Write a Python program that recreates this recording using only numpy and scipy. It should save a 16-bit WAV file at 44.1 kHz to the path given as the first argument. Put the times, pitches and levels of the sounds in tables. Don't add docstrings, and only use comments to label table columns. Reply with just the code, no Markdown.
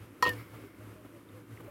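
import sys
import numpy as np
from scipy import signal
from scipy.fft import rfft, irfft, next_fast_len
from scipy.io import wavfile
from scipy.ndimage import map_coordinates

SR = 44100
rng = np.random.default_rng(int(sys.argv[2]) if len(sys.argv) > 2 else 0)


def output_pcm(signal):
    pcm = np.clip(np.atleast_2d(signal).T, -1, 1) * 32767
    wavfile.write(sys.argv[1], SR, np.round(pcm).astype(np.int16))


N = 74970

# t/s, knock/dB, chink/dB, rattle/dB, crack/dB, crack's treble cutoff/Hz
TOUCHES = [(0.2250, -13.5, -30.5, -51, -22.5, 8930), (0.2318, -28.5, -47, -47, -32, 14000),
           (0.2400, -32, -38.5, -41, -33, 15000), (0.2517, -24.5, -50, -34, -30, 4060),
           (0.2623, -22, -50, -36, -30, 4100), (0.2681, -30, -45, -36, -34.5, 5170),
           (0.2734, -35, -47, -34.5, -26, 3000), (0.2803, -38, -56.5, -33, -32, 3000),
           (0.2920, -48, -47.5, -34.5, -29.5, 15200), (0.3325, -51, -56, -53, -48, 4000)]
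ATTACK_S, SHARP_ATTACK_S = 0.0004, 0.0002
CHOKE_AT_S = 0.3103


def clinks():
    # f/Hz, level/dB, t60/s (time to fade by 60 dB)
    knock_notes = [(790, -17.5, .06), (903, -18, 0.071), (988, -0.5, 0.064), (1039, 2.5, 0.0203),
                   (1290, -5, 0.04), (1310, -37, 0.022)]
    # f/Hz, level/dB, t60/s
    chink_notes = [(3255, -3, 0.045), (3996, -19, 0.17), (4380, -1.5, 0.072), (4440, -14, .04),
                   (4772, -12.5, 0.16), (5204, -8, 0.049), (5410, -3.5, 0.035), (5800, -13, 0.026),
                   (6400, -17.5, 0.06), (6810, -10.5, .035), (7520, -9.5, 0.037)]
    # f/Hz, level/dB
    rattle_notes = [(2550, -6), (2810, -4), (2900, -2), (3190, -7.5), (3310, -8.5)]
    # f/Hz, level/dB
    crack_colour = [(40, -45), (110, -24), (200, -9), (400, 10), (660, 0), (850, -6), (1200, -1),
                    (1650, -17), (2200, -1), (2900, 0), (4000, -2.5), (5500, -4.5), (8500, -13),
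                    (12000, -2.5), (16000, -9.5)]
    rattle_t60_s, pitch_spread = 0.042, 0.014
    out, t = np.zeros(N), clock()[:SR // 3]
    for s, knock_db, chink_db, rattle_db, crack_db, cutoff_hz in TOUCHES:
        knock = amp(knock_db) * ring(knock_notes, t, ATTACK_S, scatter_db=0.5)
        chink = amp(chink_db) * ring(chink_notes, t, SHARP_ATTACK_S, scatter_db=1.2)
        shifted = [(hz * (1 + pitch_spread * rng.normal()), db, rattle_t60_s) for hz, db in rattle_notes]
        rattle = amp(rattle_db) * ring(shifted, t, ATTACK_S, scatter_db=1.2)
        burst = filtered(noise(crack_colour), lambda hz: 1 / np.sqrt(1 + (hz / cutoff_hz) ** 4))
        crack = amp(crack_db) * unit(burst)[:len(t)] * struck(t, SHARP_ATTACK_S, t60=0.018)
        out[round(s * SR):][:len(t)] += knock + chink + rattle + crack
    return out


def glass_note():
    note_hz, sag_hz, t60_s, choke_db_per_s = 1860, 83, 0.31, 522
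    first_db = TOUCHES[0][1]
    first, *later = [amp(db - first_db) * struck(clock(s), ATTACK_S, t60_s) for s, db, *_ in TOUCHES]
    level = (first + 0.66 * sum(later)) * amp(-24.5 - choke_db_per_s * clock(CHOKE_AT_S))
    water_height = (1 + np.tanh((clock() - 0.303) / 0.0166)) / 2
    return level * tone(note_hz - sag_hz * water_height)


def air_hum():
    hum_hz, t60_s, choke_db_per_s = 492.8, 0.21, 69
    first, *later = [struck(clock(s), ATTACK_S, t60_s) for s, *_ in TOUCHES]
    level = (first + 0.19 * sum(later)) * amp(-35.5 - choke_db_per_s * clock(CHOKE_AT_S))
    return level * tone(np.full(N, hum_hz))


def sloshes():
    # t/s, half length/s, level/dB
    swells = [(0.28, .025, -38.5), (0.55, 0.016, -49), (1.055, 0.015, -52), (1.607, 0.0085, -47.5),
              (1.645, 0.0114, -54.5), (1.677, 0.024, -53)]
    # f/Hz, level/dB
    colour = [(30, -35), (45, 2), (80, -9.5), (200, -2), (400, -0.5), (700, -9.5), (1300, -13),
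              (2500, -19.5), (5000, -38.5), (15000, -28)]
    return noise(colour) * sum(amp(db) * swell(s, half) for s, half, db in swells)


def fizz():
    # t/s, half length/s, level/dB
    swells = [(0.395, 0.034, -54.5), (0.57, 0.22, -62)]
    # f/Hz, level/dB
    colour = [(300, -40), (900, -8), (1300, -2.5), (1900, -8), (2180, 3.5), (2500, -14), (4500, -19.5),
              (5400, -17), (6200, -38), (15000, -18)]
    return noise(colour) * sum(amp(db) * swell(s, half) for s, half, db in swells)


def gurgles():
    # t/s, half length/s, f/Hz, level/dB
    notes = [(0.651, .03, 387, -50.5), (0.82, 0.028, 624, -58), (0.992, 0.0313, 613, -55.5),
             (1.157, 0.027, 579.3, -55), (1.377, 0.034, 491.5, -53)]
    wander_hz = 11.3
    return sum(amp(db) * swell(s, half) * tone(hz + wander_hz * wobble(rate=70.76))
               for s, half, hz, db in notes)


def bubbles():
    # t/s, starting f/Hz, level/dB, t60/s
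    notes = [(1.289, 3600, -52, 0.015), (1.5745, 2053, -40, 0.012), (1.680, 555, -41, 0.104)]
    rise_per_s = 4.3
    out = np.zeros(N)
    for s, hz, db, t60 in notes:
        t = clock(s)
        out += amp(db) * struck(t, ATTACK_S, t60) * tone(hz * (1 + rise_per_s * t))
    return out


def room_echo(x):
    # f/Hz, t60/s
    fade_times = [(200, 0.19), (1500, 0.23), (5000, 0.37), (14000, 0.75)]
    hz, t, spectrum = signal.stft(rng.standard_normal(SR // 2), SR, nperseg=256)
    fade = amp(-60 * t / along(fade_times, hz)[:, None])
    _, tail = signal.istft(spectrum * fade, SR, nperseg=256)
    delayed = np.pad(tail, (SR // 250, 0)) / np.linalg.norm(tail)
    return signal.fftconvolve(x, delayed)[:N]


def boom():
    # t/s, relative level/dB
    levels = [(0.0, -49), (0.028, -45), (0.06, -62), (0.112, -54), (0.174, -78), (0.268, -43.5),
              (0.322, -43), (0.41, -44), (0.464, -61), (0.558, -45.5), (0.596, -62), (0.62, -49.5),
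              (0.748, -71), (0.794, -51), (0.912, -49), (0.984, -63.5), (1.064, -52), (1.088, -65),
              (1.168, -54), (1.24, -68), (1.348, -49.5), (1.434, -56.5), (1.452, -68), (1.528, -42.5),
              (1.586, -58.5), (1.666, -49), (1.7, -81)]
    boom_hz, wander_hz, gain_db = 108.5, 4.7, 1.95
    return amp(gain_db + curve(levels)) * tone(boom_hz + wander_hz * wobble(rate=34.7))


def room_noise():
    # t/s, relative level/dB
    levels = [(0, 2), (.03, 4), (.1, -1), (.2, 0.5), (.3, 12), (.41, 4), (.47, 1), (.55, 4), (.65, 3),
              (.72, -3.5), (.77, -0.5), (.81, 3), (.92, 3.5), (1.0, -1), (1.17, 1), (1.26, -2.5),
              (1.37, 2.5), (1.46, -3.5), (1.53, 3.5), (1.7, -0.5)]
    # f/Hz, level/dB
    hiss_colour = [(150, 2), (500, 1), (720, -9), (1050, -1), (1350, -1.5), (1650, -6), (2200, -7),
                   (3000, -11.5), (4300, -19), (7000, -21), (11000, -16.5), (14000, -18), (15800, -25)]
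    # f/Hz, level/dB
    rumble_colour = [(25, -39), (42, -42), (54, -6.5), (75, -2), (110, -17.5), (150, -3.5), (190, -2.5),
                     (235, -4), (290, 5), (345, 2.5), (420, -7.5), (490, -5), (600, -13), (750, -16),
                     (1000, -60), (2000, -63.5)]
    swing_db = curve(levels)
    hiss = amp(-59 + swing_db) * noise(hiss_colour)
    rumble = amp(-55.5 + 0.69 * swing_db) * noise(rumble_colour)
    return hiss + rumble


def amp(db):
    return 10 ** (np.asarray(db) / 20)


def unit(x):
    return x / np.sqrt(np.mean(x ** 2) + 1e-20)


def clock(start=0):
    return np.maximum(np.arange(N) / SR - start, 0)


def along(points, hz):
    f, values = np.transpose(points)
    return np.interp(np.log(hz + 1), np.log(f + 1), values)


def curve(points):
    return np.interp(clock(), *np.transpose(points))


def wobble(rate):
    return map_coordinates(rng.standard_normal(1000), [clock() * rate], mode="wrap")


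def filtered(x, response):
    size = next_fast_len(N + SR // 2)
    return irfft(rfft(x, size) * response(np.fft.rfftfreq(size, 1 / SR)), size)[:N]


def noise(colour):
    return unit(filtered(rng.standard_normal(N), lambda hz: amp(along(colour, hz))))


def struck(t, attack, t60):
    return (1 - np.exp(-t / attack)) * amp(-60 * t / t60)


def ring(notes, t, attack, scatter_db):
    out = np.zeros(len(t))
    for k, (hz, db, t60) in enumerate(notes):
        level = amp(db + scatter_db * rng.normal()) * struck(t, attack, t60)
        out += (-1) ** k * level * np.sin(2 * np.pi * hz * t)
    return out


def swell(peak_s, half_s):
    return np.exp(-((clock() - peak_s) / half_s) ** 2)


def tone(hz):
    return np.sin(2 * np.pi * np.cumsum(hz) / SR)


def scene():
    near = clinks() + sloshes() + fizz() + gurgles() + bubbles()
    echo = amp(-17) * room_echo(near)
    return (near + glass_note() + air_hum() + echo + boom() + room_noise())[None]


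def record(dry):
    low_cut_hz, top_hz = 47, 16100
    thinned = signal.sosfilt(signal.butter(4, low_cut_hz, "highpass", fs=SR, output="sos"), dry)
    return np.array([filtered(channel, lambda hz: hz < top_hz) for channel in thinned])


dry = scene()
out = record(dry)
output_pcm(out)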